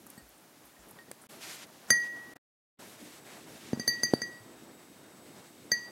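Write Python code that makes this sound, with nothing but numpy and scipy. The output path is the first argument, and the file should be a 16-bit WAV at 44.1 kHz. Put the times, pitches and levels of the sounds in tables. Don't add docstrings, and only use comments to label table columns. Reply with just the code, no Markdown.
import sys
import numpy as np
from scipy import signal
from scipy.fft import rfft, irfft
from scipy.io import wavfile
from scipy.ndimage import uniform_filter1d

SR = 44100
rng = np.random.default_rng(int(sys.argv[2]) if len(sys.argv) > 2 else 0)


def undo_db(level):
    steps = np.asarray(level, float) / 20
    return 10 ** steps


def unload_wav(signal):
    wavfile.write(
        sys.argv[1],
        SR,
        np.round(np.clip(np.atleast_2d(signal).T, -1, 1) * 32767).astype(np.int16),
    )


N = 260612


def coloured(points, lo_hz, hi_hz):
    f = np.maximum(np.arange(N // 2 + 1) * SR / N, 1)
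    hz, db = np.transpose(points)
    shape = undo_db(np.interp(np.log(f), np.log(hz), db, right=-120))
    inside = (f > lo_hz) & (f < hi_hz)
    shape /= np.sqrt(np.sum(shape[inside] ** 2) / (N / 2))
    return irfft(rfft(rng.standard_normal(N)) * shape, N)


def walk(rate):
    k = int(SR / rate)
    steps = np.repeat(rng.standard_normal(N // k + 1), k)
    return 1.5 * uniform_filter1d(steps, k)[:N]


CLIMB_S = 0.09


def ring(hz, t60, db, climb=0):
    t = np.arange(SR) / SR
    hz, t60, db, climb = (np.reshape(v, (-1, 1)) for v in (hz, t60, db, climb))
    turns = hz * t + climb * (t + CLIMB_S * np.expm1(-t / CLIMB_S))
    return np.sum(undo_db(db - 60 * t / t60) * np.sin(2 * np.pi * turns), axis=0)


def add(out, s, sound):
    i = int(s * SR)
    out[i:i + len(sound)] += sound[:N - i]


def burst(noise, hz, length, spread):
    edges = np.clip([hz / spread, hz * spread], 50, .45 * SR)
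    x = signal.sosfilt(signal.butter(2, edges, "band", fs=SR, output="sos"), noise)
    u = np.arange(len(x)) / SR / length
    x = x * np.sqrt(u) * np.exp(-u)
    return x / np.max(np.abs(x))


# (start [s], end [s])
SHOTS = [
    (0, 1.269),
    (1.288, 2.337),
    (2.354, 2.37),
    (2.787, 6),
]
# (air murmur [dB], cloth rustle [dB], fine hiss [dB])
STILL = [
    (-65.5, -69.5, -71.5),
    (-64.5, -65.5, -71),
    (-64, -67.5, -73),
]
# (start [s], length [s], rub [dB], heavy part above the rub [dB], fine part above the rub [dB])
SLIDES = [(0.075, 0.11, -68, 1, -3), (0.768, 0.14, -80, -3, 3), (0.886, 0.13, -78, 10, -5),
          (1.28, 0.071, -61, -7, -2.5), (1.352, 0.1, -63.5, -4, -6), (1.405, .055, -52, -6, -6),
          (1.46, .09, -50, -7, -6.5), (1.55, .08, -54.5, -9.5, -15), (1.87, 0.053, -62.5, 10.5, 0),
          (1.923, 0.077, -78.5, 16, 14), (2.02, .04, -57, -3, -20), (2.14, 0.28, -70.5, 10, -6),
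          (2.776, 0.17, -60, 0.5, -4), (2.968, .21, -60.5, -4, -4.5), (3.244, 0.13, -60, 1.5, -8),
          (3.367, 0.073, -63, -4, -6), (3.458, 0.12, -59.5, -0.5, -6), (3.593, .13, -58, -5, -13),
          (3.732, 0.48, -63.5, -1, -8), (4.545, .3, -79, 11, -3), (5.252, .09, -65.5, -0.5, -8),
          (5.34, 0.056, -62.5, -2, -15), (5.419, 0.044, -65, 2, -12), (5.713, 0.1, -68, 1, -8)]
SLIDE_IN_S, SLIDE_OUT_S = .028, .028


def handling():
    t = np.arange(N) / SR
    stretch = np.searchsorted([SHOTS[1][0], SHOTS[-1][0]], t)
    power = undo_db(np.array(STILL)[stretch].T) ** 2
    for s, length, db, heavy_db, fine_db in SLIDES:
        swell = (t - s) / SLIDE_IN_S
        fade = (s + length - t) / SLIDE_OUT_S + 1
        shape = np.clip(np.minimum(swell, fade), 0, 1)
        power += undo_db([[db + heavy_db], [db], [db + fine_db]]) ** 2 * shape
    return np.sqrt(power)


# (time [s], level [dB])
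LEAN = [(0, -59.5), (.5, -62.5), (.84, -61), (.94, -58), (1.06, -60), (1.3, -61.5), (1.48, -55),
        (1.68, -60), (1.85, -56), (1.93, -55.5), (2.1, -59.5), (2.8, -56.5), (3.6, -56), (4.19, -49.5),
        (4.4, -57), (5.15, -57), (5.3, -52), (5.45, -57.5)]
# (frequency [Hz], density [dB per Hz])
DRONE = [(30, -12.5), (70, -8.5), (150, -4), (300, -1), (500, -8), (800, -18), (1500, -38)]
MURMUR = [(300, -22), (600, 1.5), (1000, -1.5), (1700, -5.5), (2300, -15), (3500, -32)]
RUB = [(300, -23.5), (900, -9), (1900, 1.5), (4500, -1.5), (7000, -3.5), (10000, -9.5), (12800, -10.5),
       (14200, -31)]
HISS = [(3000, -29.5), (6000, -8.5), (9000, -1.5), (12000, -1), (13500, -4), (14500, -10), (16000, -10.5)]
RUB_FLICKER_DB, SELF_NOISE_DB = .9, -64.5


def air():
    drone = undo_db(np.interp(np.arange(N) / SR, *np.transpose(LEAN)))
    murmur, rub, hiss = handling()
    out = drone * undo_db(1.8 * walk(16)) * coloured(DRONE, 100, 590)
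    out += murmur * undo_db(1.3 * walk(22)) * coloured(MURMUR, 700, 1800)
    out += rub * undo_db(RUB_FLICKER_DB * walk(40) - 1.2) * coloured(RUB, 2386, 4200)
    out += hiss * undo_db(.8 * walk(30) - 3.0) * coloured(HISS, 11000, 13000)
    return out + undo_db(SELF_NOISE_DB) * rng.standard_normal(N)


# (frequency [Hz], rms level [dB])
WHINE = [(7720, -85), (7896, -75), (7915, -80), (7994, -83), (8013, -82), (8033, -79), (8113, -79),
         (8133, -77), (8153, -86)]
# (frequency [Hz], width [Hz], level [dB])
HUMS = [(339, 30, -68), (2150, 150, -76), (3730, 90, -74), (7510, 80, -84), (8050, 300, -78)]
WHINE_ON_S = 2.78


def motor():
    t = np.arange(N) / SR
    out = np.zeros(N)
    for hz, db in WHINE:
        level = undo_db(db + 3 + 2 * walk(6))
        out += level * np.sin(2 * np.pi * (hz * t + rng.random()))
    for hz, width, db in HUMS:
        skirts = [(hz - 2 * width, -40), (hz - width / 2, -3), (hz, 0),
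                  (hz + width / 2, -3), (hz + 2 * width, -40)]
        out += undo_db(db) * coloured(skirts, hz - width, hz + width)
    return out * (t > WHINE_ON_S)


# (time [s], level [dB], pitch [Hz], t60 [s])
SWAYS = [
    (.22, -45, 55.4, 0.39),
    (.64, -53, 55, 0.275),
    (0.791, -46, 53.4, 0.36),
    (4.403, -48, 110, 0.22),
]


def leg_sways():
    out = np.zeros(N)
    for s, db, hz, t60 in SWAYS:
        add(out, s, ring(hz, t60, db))
    return out


# (frequency [Hz], t60 [s], level [dB])
BOARD = [(234, 0.1, 0.5), (138, .12, -3.5), (400, 0.023, -3.5)]


def thud(dent_s, rows):
    out, (board_hz, board_t60, board_mode_db) = np.zeros(N), np.transpose(BOARD)
    for s, db, hz, t60, dent_db, board_db in rows:
        dent = signal.windows.hann(int(dent_s * SR)) ** 2
        add(out, s - dent_s / 2, -undo_db(db + dent_db) * dent)
        swing = ring(hz, t60, db)
        add(out, s + dent_s / 5, swing + ring(board_hz, board_t60, db + board_db + board_mode_db))
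    return out


# (time [s], level [dB], t60 [s], first dent [dB], board ring [dB])
KNOCKS = [
    (1.114, -43, 0.019, 10, -17),
    (1.905, -28, 0.016, 2, -3.5),
    (3.878, -34, 0.014, 5, -2),
    (4.034, -31, 0.0063, 4.5, -3),
    (4.218, -44.5, 0.011, 13, 3),
    (5.718, -22.5, 0.0067, -18, -18.5),
]
FOOT_HZ, FOOT_DENT_S = 520, .0013


def foot_knocks():
    return thud(FOOT_DENT_S, [(s, db, FOOT_HZ, *rest) for s, db, *rest in KNOCKS])


# (time [s], level [dB], pitch [Hz], first dent [dB], board ring [dB])
FINGERS = [
    (0.177, -40.5, 210, -22, -14),
    (3.7318, -15.5, 220, -4.5, -14.5),
    (3.7738, -31.5, 225, -3, -13),
    (3.797, -26.5, 216, -3, -16),
    (4.1365, -4.5, 256, -3, -31),
]
FINGER_T60_S, LONGER_S_PER_DB = 0.0057, .0008
FINGER_DENT_S, SKIN_HZ = 0.0017, 940


def finger_thuds():
    rows = []
    for s, db, hz, *rest in FINGERS:
        rows.append((s, db, hz, FINGER_T60_S - LONGER_S_PER_DB * db, *rest))
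    return signal.lfilter(*signal.butter(2, SKIN_HZ, fs=SR), thud(FINGER_DENT_S, rows))


# (time [s], peak [dB], centre [Hz], length [s])
PUFFS = [(0.066, -40, 11400, 0.0013), (0.0714, -48, 7050, 0.00196), (0.1009, -35.5, 10700, 0.0018),
         (0.29, -47, 11800, 0.0019), (0.302, -56, 6800, 0.0019), (0.379, -53, 8520, 0.002),
         (0.5785, -60, 3050, 0.002), (0.9093, -42.5, 11560, 0.0022), (0.9872, -50, 3000, 0.001),
         (1.1144, -43, 5000, 0.0007), (1.1147, -29.5, 9620, 0.00063), (1.6686, -52, 11420, 0.0013),
         (1.8676, -50, 4540, 0.00074), (4.1362, -33, 2900, 0.0005),
         (.65, -53, 11500, 0.016), (0.789, -57, 7020, 0.015), (0.883, -51, 10500, 0.0112),
           (1.1138, -45.5, 3800, 0.00079), (1.1142, -42, 1940, 0.0018), (3.262, -51, 2000, 0.035),
           (0.064, -48, 1050, 0.0026), (0.91, -51, 940, 0.0042), (1.237, -52, 1500, 0.0018),
           (1.213, -49, 9500, 0.013), (1.883, -48, 6300, 0.014)]


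def ticks():
    out, events = np.zeros(N), PUFFS
    for s, db, hz, length in events:
        puff = rng.standard_normal(8192)
        add(out, s, undo_db(db + 1) * burst(puff, hz, max(length, .0003), 1.2))
    return out


# (frequency [Hz], t60 [s], level [dB])
FULL = [(1870, 0.13, 6), (4530, 0.15, -0.5), (8100, 0.12, 1.5), (12770, 0.067, -0.5)]
# (time [s], level [dB], hardness [dB per octave], ring length [share])
BUMPS = [
    (.178, -55.5, 1, 0.71),
    (.765, -62, -8, 0.7),
    (.988, -51.5, -7, 0.83),
    (1.085, -63, -13, 0.53),
]


def bag_bumps():
    out, (hz, t60, mode_db) = np.zeros(N), np.transpose(FULL)
    for s, db, hard_db, share in BUMPS:
        add(out, s, ring(hz, t60 * share, db + mode_db + hard_db * np.log2(hz / hz[0])))
    return out


FRONT, LEFT, RIGHT, LOW_LEFT, LOW_RIGHT = range(5)
# (time [s], blow [dB], place [index], hardness [dB per octave], click [dB])
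TAPS = [
    (1.9041, -19.5, FRONT, 2.5, -16.5),
    (2.048, -67, FRONT, -7, -51),
    (3.7311, -53, RIGHT, 1, -34),
    (3.7962, -41, RIGHT, 1.5, -39),
    (3.8772, -24.5, LEFT, 0, -30.5),
    (4.033, -29, RIGHT, 2, -31),
    (4.1362, -36, LOW_LEFT, 0.4, -30),
    (4.2173, -33, RIGHT, -2, -35),
    (5.717, -22.5, LOW_RIGHT, 0.5, -31.5),
]
BEND_HZ = [1666, 1914, 1917.4, 1921, 1928, 2105, 4506, 4630, 4698, 4744, 6242, 6322, 7770, 8800]
# (front [dB], upper left [dB], upper right [dB], lower left [dB], lower right [dB])
BEND = [(-8.5, -26, -27, -15, -9), (-1, -39, -50.5, -34, -54.5), (-21, -4, -34, -20, -25.5),
        (-37.5, -35, -1, -29, -3.5), (-42, -42, -14, -27, -13.5), (-28, -40, -22, -45, -27),
        (-27.5, -32, -22, -24, -17.5), (-41, 5, -39, 4, -43.5), (-15, -4, 3.5, -2.5, 2),
        (-3.5, -33.5, 2, -26, -5), (0.5, 1.5, 3, -10, 0.5), (-29, -35, -42.5, -34.5, -30),
        (-19, -24, -22, -29, -22), (-21.5, -43, -39.5, -39.5, -39)]
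BEND_T60_S = [0.049, 0.89, .65, 0.46, 0.51, .1, 0.33, 0.17, .14, .139, 0.12, .26, .029, 0.13]
RIM_HZ = [8880, 9262, 9316, 10062, 10175, 10657, 10700, 11370, 12046, 12095, 13150, 13302, 13560, 15060]
# (front [dB], upper left [dB], upper right [dB], lower left [dB], lower right [dB])
RIM = [(-42, -23, -25, -39.5, -35), (-33.5, -12.5, -10, -7, -38.5), (-8, -9, -38.5, -35, -39),
       (-27.5, -37.5, -37, -12, -32), (-21, -39.5, -38, -24.5, -28), (-32.5, -34.5, -8, -24, -30.5),
       (-11, -8, -21, -32.5, -18), (-19.5, -30, -28.5, -30, -36.5), (-14.5, -23, -15, -35, -17),
       (-29, -10.5, -27, -26, -39.5), (-39, -11, -42, -13, -38.5), (-39, -23, -36, -24.5, -40.5),
       (-30.5, -40, -16, -34.5, -16), (-36.5, -27, -33, -26.5, -42.5)]
RIM_T60_S = [.11, 0.08, .059, .15, .15, .047, .1, .03, .049, .13, .1, .15, .09, .1]
FREE = [0.95, 0.92, 0.97, 0.78, 0.8]
CONTACT_S, TOUCH_DB, TOUCH_S = 0.0015, -3, 0.0045
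LOADED_HZ, CLIMB_HZ = 4630, 70
TWIN_DB, TWIN_LONGER, TWIN_APART = -25, 4.3, .003
LEAD_S, LEAD_DB = 0.0046, -22.5


def nail_taps():
    out, t = np.zeros(N), np.arange(SR) / SR
    hz, wall = np.array(BEND_HZ + RIM_HZ), np.array(BEND + RIM)
    free_t60 = np.array(BEND_T60_S + RIM_T60_S)
    next_times = [tap[0] for tap in TAPS[1:]] + [np.inf]
    high = hz >= LOADED_HZ
    twin_hz = hz[high] * (1 - TWIN_APART * rng.uniform(-1, 1.5, high.sum()))
    lead_n = 512
    lead = undo_db(LEAD_DB) * np.exp((np.arange(lead_n) - lead_n) / SR / LEAD_S)
    for (s, db, place, hard_db, click_db), next_s in zip(TAPS, next_times):
        puff = rng.standard_normal(lead_n)
        t60 = free_t60 * FREE[place]
        mode_db = db + wall[:, place] + hard_db * np.log2(hz / hz[1])
        tone = ring(hz, t60, mode_db, CLIMB_HZ * (hz == LOADED_HZ))
        tone += ring(twin_hz, t60[high] * TWIN_LONGER, mode_db[high] + TWIN_DB)
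        held = undo_db(TOUCH_DB * np.clip((t - (next_s - s)) / TOUCH_S + 1, 0, 1))
        add(out, s, tone * np.clip(t / CONTACT_S, 0, 1) * held)
        click = burst(puff, 1580, 0.001, 1.14) + burst(puff, 3600, 0.00031, 1.7)
        add(out, s, undo_db(click_db) * click)
        lead_in = tone[:lead_n][::-1] * lead * uniform_filter1d(puff, size=40) * 6
        add(out, s - lead_n / SR, lead_in)
    return out


THUD_ROOM_DB = -6
ROOM_T60_S, ROOM_DB, ROOM_LOW_HZ, ROOM_TOP_HZ = .42, -19, 400, 9100


def room(sound):
    t = np.arange(SR // 2) / SR
    tail = rng.standard_normal(len(t)) * undo_db(-60 * t / ROOM_T60_S) * np.clip(t / .008, 0, 1)
    tail = signal.lfilter(*signal.butter(1, [ROOM_LOW_HZ, ROOM_TOP_HZ], "band", fs=SR), tail)
    tail *= undo_db(ROOM_DB) / np.sqrt(np.sum(tail ** 2))
    return signal.fftconvolve(sound, tail)[:N]


def scene():
    near = nail_taps() + bag_bumps() + ticks()
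    thuds = finger_thuds() + foot_knocks() + leg_sways()
    echoes = room(near + undo_db(THUD_ROOM_DB) * thuds)
    return (near + thuds + echoes + air() + motor())[None]


def low_pass(x):
    return signal.sosfilt(signal.butter(12, 16460, fs=SR, output="sos"), x)


MIC_LOW_HZ, TOP_HZ, SPILL_TOP_HZ = 110, 15800, 4300


def record(dry):
    x = signal.sosfilt(signal.butter(2, MIC_LOW_HZ, "high", fs=SR, output="sos"), dry)
    x = signal.sosfilt(signal.ellip(8, .2, 60, TOP_HZ, fs=SR, output="sos"), x)
    t = np.arange(N) / SR
    on = sum(1. * (t >= a) * (t < b) for a, b in SHOTS)
    spill = np.clip(uniform_filter1d(on, int(.028 * SR)) * 8, 0, 1)
    fade_in = uniform_filter1d(on, int(.008 * SR), origin=int(.004 * SR) - 1)
    heard = on * fade_in
    dull = signal.sosfilt(signal.butter(8, SPILL_TOP_HZ, fs=SR, output="sos"), x)
    mix = x * heard + dull * (1 - heard) * undo_db(-26) * spill
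    return low_pass(mix)


dry = scene()
out = record(dry)
unload_wav(out)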